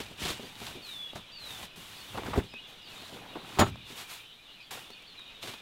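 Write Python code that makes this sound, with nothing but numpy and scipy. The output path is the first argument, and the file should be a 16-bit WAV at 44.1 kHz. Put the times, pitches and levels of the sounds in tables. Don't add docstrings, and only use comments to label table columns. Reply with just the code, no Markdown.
import sys
import numpy as np
from scipy import signal
from scipy.fft import rfft, irfft, next_fast_len
from scipy.io import wavfile

SR = 44100
rng = np.random.default_rng(int(sys.argv[2]) if len(sys.argv) > 2 else 0)


def persist_wave(psi):
    counts = np.round(np.clip(psi, -1, 1) * 32767).astype(np.int16)
    wavfile.write(sys.argv[1], SR, np.atleast_2d(counts).T)


N = 247401

# f/Hz, relative level per Hz/dB
CABIN_SPECTRUM = [(25, -20), (55, 1), (80, -2.5), (100, 3), (135, -3.5), (250, -8.5), (400, -21.5),
                  (900, -72)]
# f/Hz, relative level per Hz/dB
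PALM_SPECTRUM = [(300, -42), (900, -4), (1900, -2), (3700, 2.5), (5200, -6.5), (8000, -9.5), (15500, -21.5)]


def amp(db):
    return 10 ** (np.asarray(db) / 20)


def unit(x):
    return x / np.sqrt(np.mean(x ** 2) + 1e-20)


def wobble(rate, size=N):
    return np.interp(np.arange(size) * rate / SR, np.arange(4096), rng.standard_normal(4096))


def shape(points):
    f, db = np.transpose(points)
    return lambda hz: amp(np.interp(np.log(hz + 1), np.log(f + 1), db))


def filtered(x, response):
    size = next_fast_len(len(x) + 2048)
    spectrum = rfft(x, size) * response(np.fft.rfftfreq(size, 1 / SR))
    return irfft(spectrum, size)[:len(x)]


def noise(response, size=N):
    return unit(filtered(rng.standard_normal(size), response))


def fade(t, t60, attack):
    return 1000 ** (-t / max(t60, .005)) * (1 - np.exp(-t / attack))


def ring(modes, t, scatter_db):
    total = np.zeros(len(t))
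    for hz, db, t60 in modes:
        strength = rng.choice([-1, 1]) * amp(db + scatter_db * rng.normal())
        total += strength * fade(t, t60, 0.0013) * np.sin(2 * np.pi * hz * t)
    return total


def add(track, s, sound):
    start = max(round(s * SR), 0)
    track[start:start + len(sound)] += sound[:N - start]


def strokes():
    # start t/s, rise/s, hold/s, release T60/s,
    # sleeve level/dB, palm level/dB, scrape level/dB
    stroke_table = [(0, 0.00085, 0.015, 0.71, -54, -48.5, -52), (0.156, 0.099, 0.058, 0.25, -45, -37, -44),
                    (0.318, 0.074, 0.085, 1, -56.5, -53, -55.5),
                    (0.526, 0.12, 0.046, 0.44, -49.5, -46.5, -50.5),
                    (0.775, 0.12, 0.036, 1, -52, -60, -62.5), (1.143, 0.017, 0.0076, 0.2, -54, -49, -46.5),
                    (1.333, 0.2, 0.12, 0.1, -48.5, -52.5, -54.5),
                    (1.755, 0.0077, 0.4, 0.39, -52, -59.5, -60.5),
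                    (2.073, 0.13, 0.025, 0.25, -58, -54.5, -46),
                    (2.229, 0.021, 0.057, 0.43, -55, -49.5, -43.5),
                    (2.341, 0.027, 0.024, 0.15, -51, -50, -37.5),
                    (2.661, 0.031, 0.013, 0.53, -59, -69, -58), (2.82, 0.11, 0.23, .3, -57, -54, -56),
                    (3.087, 0.044, 0.35, 0.34, -63.5, -68, -52.5),
                    (3.36, 0.22, 0.12, 0.046, -54.5, -50, -49.5),
                    (3.827, 0.09, 0.013, 0.3, -52.5, -51.5, -57),
                    (3.934, 0.055, 0.026, 0.27, -45.5, -46.5, -54),
                    (4.061, 0.055, 0.017, 0.37, -44.5, -53, -56),
                    (4.706, 0.0042, 0.021, 0.49, -43.5, -45.5, -50.5),
                    (5.405, 0.035, 0.058, 0.38, -51, -44, -52)]
    powers, t = np.zeros((3, N)), np.arange(SR) / SR
    for s, rise, hold, t60, *levels_db in stroke_table:
        onset = np.sin(np.pi / 2 * np.clip(t / rise, 0, 1)) ** 2
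        speed = onset * 1000 ** (-np.maximum(t - rise - hold, 0) / t60)
        for power, db in zip(powers, levels_db):
            add(power, s, (amp(db) * speed) ** 2)
    return np.sqrt(powers)


def crackles():
    rate_per_s, spread_db = 150, 6.5
    t = np.arange(SR // 100) / SR
    sizes = amp(spread_db * np.clip(rng.standard_normal(N), -2, 2))
    kicks = (rng.random(N) < rate_per_s / SR) * sizes
    envelope = signal.fftconvolve(kicks, fade(t, .007, .0001))[:N]
    return unit(envelope * noise(shape(PALM_SPECTRUM)))


def slips(count=420):
    centre_hz, spread_octaves, decay_cycles = 970, 2.1, 2.3
    out, t = np.zeros(N), np.arange(SR // 20) / SR
    for when, pitch, size in rng.uniform(0, 1, (count, 3)):
        hz = centre_hz * 2 ** (spread_octaves * (pitch - .5))
        tock = np.sin(2 * np.pi * hz * t) * np.exp(-hz * t / decay_cycles)
        add(out, when * N / SR, size * tock)
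    return unit(out)


def rubbing():
    # f/Hz, relative level per Hz/dB
    cloth_spectrum = [(300, -38), (900, -2), (2200, -3.5), (3500, -2), (5200, -7.5), (9000, -9.5),
                      (13000, -11.5), (15500, -15)]
    # f/Hz, relative level per Hz/dB
    rubber_spectrum = [(30, -33), (110, 6), (250, 3), (380, 4.5), (520, -2), (800, 3.5), (1300, -5),
                       (2200, -5.5), (5000, -41), (12000, -27)]
    jacket_db = -65.5
    crackle_db, slip_db = -5.5, -6.5
    lifted_s = 2.5
    flat_rumble_db, upright_rumble_db = -1, -18

    swish, press, scrape = strokes()
    sleeve = np.hypot(swish, amp(jacket_db)) * noise(shape(cloth_spectrum))
    palm_noise = noise(shape(PALM_SPECTRUM)) * amp(2.2 * wobble(130))
    palm = unit(palm_noise + amp(crackle_db) * crackles())
    rubber_noise = unit(noise(shape(rubber_spectrum)) * amp(2.6 * wobble(150)))
    rubber = rubber_noise + amp(slip_db) * slips()
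    rumble_db = np.where(np.arange(N) / SR < lifted_s, flat_rumble_db, upright_rumble_db)
    rumble = amp(rumble_db) * unit(noise(shape(CABIN_SPECTRUM)) * amp(4.0 * wobble(24.55)))
    return sleeve + press * palm + scrape * (rubber + rumble)


def outdoors():
    # t/s, level/dB
    air_levels = [(0, -55), (3.7, -54.5), (4.4, -58), (5.6, -53.5)]
    # f/Hz, relative level per Hz/dB
    air_spectrum = [(25, 1), (64, -8), (119, -1.5), (173, -3.5), (253, -5), (500, -7), (1000, -8.5),
                    (1950, -9.5), (2300, -7), (3500, -3), (4200, -11), (5000, -16), (9000, -32),
                    (15500, -41)]
    level_db = np.interp(np.arange(N) / SR, *np.transpose(air_levels)) + 0.67 * wobble(12)
    return amp(level_db) * noise(shape(air_spectrum))


def whistle(length, start_hz, end_hz, bend, swell_db, warble):
    flutter_db = 2
    u = np.linspace(0, 1, int(max(length, .02) * SR))
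    glide_hz = end_hz + (start_hz - end_hz) * (1 - u) ** bend
    hz = glide_hz * (1 + warble * wobble(150.3, len(u)))
    swell = amp(swell_db * (u - .5) + flutter_db * wobble(68.0, len(u)))
    level = np.abs(np.sin(np.pi * u)) ** 0.067 * swell
    return level * np.sin(2 * np.pi * np.cumsum(hz) / SR)


def birds(count=1100):
    # start t/s, length/s, start f/Hz, end f/Hz, bend (1 = straight), level/dB,
    # swell over the note/dB
    slurs = [(.44, 0.033, 4780, 4640, 1.5, -49, -6), (0.822, 0.27, 4620, 3390, 3.1, -41.5, 7.5),
             (1.321, 0.27, 4803, 3450, 1.42, -45.5, -3), (1.959, 0.057, 5000, 4380, 3.5, -50, 4),
             (2.486, 0.04, 5190, 5060, 0.88, -57, 3), (2.535, 0.036, 2490, 2574, 1, -45, 4),
             (2.57, 0.029, 2810, 2990, 1, -48, -2), (2.642, 0.023, 3480, 3470, 1.6, -48.5, -4),
             (2.656, 0.17, 6700, 5500, 1.1, -68.5, 2), (2.814, .1, 5030, 4360, 3.3, -54.5, 0),
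             (2.958, 0.025, 3760, 3560, 0.94, -45, -2), (2.98, 0.066, 4370, 3980, 1.01, -51.5, -5),
             (3.832, 0.048, 3660, 3500, 1.7, -49.5, -11), (4.176, 0.15, 3200, 3070, 1.44, -54.5, 4),
             (4.605, 0.053, 4920, 4530, 1.4, -55, -2), (4.916, 0.026, 4350, 4570, 1.4, -50, -6),
             (5.065, 0.07, 4470, 4130, 1.36, -52.5, 4), (5.175, 0.049, 4000, 3640, 1.2, -47, 2),
             (5.255, 0.044, 3800, 3750, 1, -51, -2)]
    near_db = -47.5
    near_waver, far_waver = 0.0058, 0.0262
    wall_s, wall_db = .026, -10
    echo_t60_s = 0.16
    chorus_low_hz, chorus_span_hz = 2385, 1748
    chorus_db, chorus_range_db = -65, 9
    chirp_s, chirp_slide, chirp_warble = 0.04, 0.182, 0.0279

    direct, diffuse, t = np.zeros(N), np.zeros(N), np.arange(SR // 2) / SR
    for s, length, start_hz, end_hz, bend, db, swell_db in slurs:
        nearness = 1 / (1 + amp(near_db - db) ** 2)
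        waver = far_waver + (near_waver - far_waver) * nearness
        note = amp(db) * whistle(length, start_hz, end_hz, bend, swell_db, waver)
        near_note = np.sqrt(nearness) * note
        add(direct, s, near_note)
        add(direct, s + wall_s, amp(wall_db) * near_note)
        add(diffuse, s, np.sqrt(1 - nearness) * note)
    for when, pitch, slide, loud in rng.uniform(0, 1, (count, 4)):
        hz = chorus_low_hz + chorus_span_hz * pitch
        end_hz = hz * np.exp(chirp_slide * (slide - .5))
        chirp = whistle(chirp_s, hz, end_hz, bend=1, swell_db=0, warble=chirp_warble)
        add(diffuse, when * N / SR, amp(chorus_db + chorus_range_db * loud ** 2) * chirp)
    echo = rng.standard_normal(len(t)) * fade(t, echo_t60_s, 0.0013)
    return direct + signal.fftconvolve(diffuse, echo / np.linalg.norm(echo))[:N]


def pats():
    # t/s, level/dB, pitch f/Hz, T60/s, slap level against the knock/dB
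    pat_table = [(.002, -39.5, 420, 0.1, 4), (.105, -46.5, 316, 0.19, -9), (0.218, -40.5, 258, 0.045, -8),
                 (0.252, -36, 250, 0.13, 1), (.281, -42, 220, 0.16, 7), (.303, -35.5, 400, 0.057, 3),
                 (0.396, -37, 410, 0.028, -12), (.423, -40.5, 323.4, 0.22, -20),
                 (0.616, -38, 368, 0.035, -21), (0.75, -41, 302, 0.22, -14), (1.133, -41, 600, 0.02, -7),
                 (1.157, -36, 590, 0.054, -6.5), (1.628, -45, 714, 0.073, 3.5),
                 (1.775, -49.5, 160, 0.18, -10), (2.142, -37, 800, 0.15, -26),
                 (2.173, -27.5, 800, 0.08, -16), (2.193, -36, 330, 0.055, -22),
                 (2.233, -31.5, 800, 0.035, -15), (2.258, -33.5, 560, 0.025, -14),
                 (2.285, -35.5, 250.5, 0.051, -16), (2.333, -26.5, 795, 0.087, -17),
                 (2.359, -24.5, 517, .04, -27), (2.373, -26.5, 336, 0.1, -13),
                 (2.435, -45.5, 109, 0.31, -7), (2.538, -38.5, 710, 0.024, -8),
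                 (3.122, -45.5, 212, 0.32, -11), (3.354, -31.5, 537, 0.11, -27),
                 (3.757, -41.5, 910, 0.017, -8), (3.902, -42, 258, 0.048, -16),
                 (3.918, -44.5, 270, 0.097, -24), (4.713, -40.5, 850, .05, -17),
                 (4.751, -42, 700, 0.045, -8), (4.773, -43, 1000, .05, -11), (4.903, -46, 485, 0.043, -0.5),
                 (5.022, -52, 750, 0.036, 0.5), (5.192, -46.5, 1670, 0.057, -9),
                 (5.438, -41.5, 300, 0.094, -7), (5.48, -43, 330, 0.11, 0), (5.536, -43.5, 900, 0.071, -2)]
    # f/Hz, relative level/dB, T60/s
    panel_modes = [(231.4, 0.5, 0.15), (322, 1, 0.023), (394, 5, 0.1)]
    attack_share, soft_below_db = 0.041, -13.5

    out, t = np.zeros(N), np.arange(SR // 4) / SR
    for s, db, pitch_hz, t60, slap_db in pat_table:
        attack = .0001 + attack_share * t60 / (1 + amp(slap_db - soft_below_db) ** 2)
        tock = amp(1.0) * np.sin(2 * np.pi * pitch_hz * t) * np.exp(-pitch_hz * t)
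        knock = noise(lambda hz: (hz / pitch_hz) ** 1.3 / (1 + (hz / pitch_hz) ** 3.5), len(t))
        slap = amp(slap_db) * noise(shape(PALM_SPECTRUM), len(t))
        panel_drive = amp(-8) * min(1, 350 / pitch_hz) ** 2
        hollow = panel_drive * ring(panel_modes, t, scatter_db=3.5) * (1 - np.exp(-t / attack))
        add(out, s, amp(db) * ((tock + knock + slap) * fade(t, t60, attack) + hollow))
    return out


def thumps(count=3):
    # t/s, level/dB, contact/s, loss a rock/dB
    thump_table = [(2.376, -13, 0.0033, 0.5), (3.593, -14, 0.0038, 13), (3.605, -26, 0.0053, -2.5)]
    rock_s = 0.0061
    slam_s = 3.6

    out, t = np.zeros(N), np.arange(SR // 2) / SR
    for s, db, contact, loss_db in thump_table:
        push = np.sin(np.pi * np.minimum(t / contact, 1)) ** 2
        for k in range(count):
            boom = amp(-18) * noise(shape(CABIN_SPECTRUM), len(t)) * fade(t, .17, .003)
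            signed_push = -(-1) ** k * push
            add(out, s + k * rock_s, amp(db - k * loss_db) * (boom + signed_push))
    shudder = amp(-29.5) * noise(shape(CABIN_SPECTRUM), len(t)) * fade(t, 0.53, 0.011)
    cabin_mode = amp(-23) * fade(t, 0.25, 0.0051) * np.sin(2 * np.pi * 98 * t)
    add(out, slam_s, shudder + cabin_mode)
    bass_cut = signal.butter(2, 60, "highpass", fs=SR, output="sos")
    return signal.sosfilt(bass_cut, out)


def latch():
    # t/s, frame level/dB, steel level/dB, noise T60/s
    contacts = [(3.573, -36.5, -80, 0.3), (3.587, -20, -33, 0.055), (3.592, -11.5, -21, 0.035),
                (3.598, -22, -22.5, 0.066), (3.608, -16.5, -32, 0.097), (3.6188, -17, -51, 0.081),
                (3.665, -31.5, -54, 0.056)]
    # f/Hz, relative level/dB, T60/s
    frame_modes = [(227.6, -10, 0.21), (386, -3, 0.13), (596, 2.5, 0.055), (685, -5.5, 0.095),
                   (770, -5, .06), (805, -15, 0.067), (986, -17, 0.053), (1240, -5, 0.055),
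                   (1314, -5, 0.13), (1390, -8, 0.072)]
    # f/Hz, relative level/dB, T60/s
    pawl_modes = [(6912, -8, 0.11), (7040, -8, .04), (10280, -16.5, 0.09)]
    # f/Hz, relative level per Hz/dB
    clunk_spectrum = [(35, -10), (70, 2), (113, 2), (275, -2), (396, 3), (490, -13), (600, -2.5),
                      (1000, -3), (1400, -6), (1900, -13), (3640, -17), (6000, -39), (9000, -52)]
    # f/Hz, relative level per Hz/dB
    steel_spectrum = [(800, 0), (2000, -11), (3800, 3), (5500, -5), (7000, -7), (9000, -7.5), (15500, -14)]

    out, t = np.zeros(N), np.arange(SR // 3) / SR
    for s, frame_db, steel_db, t60 in contacts:
        frame = ring(frame_modes, t, scatter_db=2)
        pawl = ring(pawl_modes, t, scatter_db=2)
        clunk = noise(shape(clunk_spectrum), len(t)) * fade(t, t60, 0.00031) + amp(-8.0) * frame
        snap = noise(shape(steel_spectrum), len(t)) * fade(t, t60, 0.00032) + amp(-1.0) * pawl
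        add(out, s, amp(frame_db) * clunk + amp(steel_db) * snap)
    return out


def scene():
    return (rubbing() + outdoors() + birds() + pats() + thumps() + latch())[None]


def record(dry):
    top_hz = 15800
    return np.array([filtered(x, lambda hz: hz < top_hz) for x in dry])


dry = scene()
out = record(dry)
persist_wave(out)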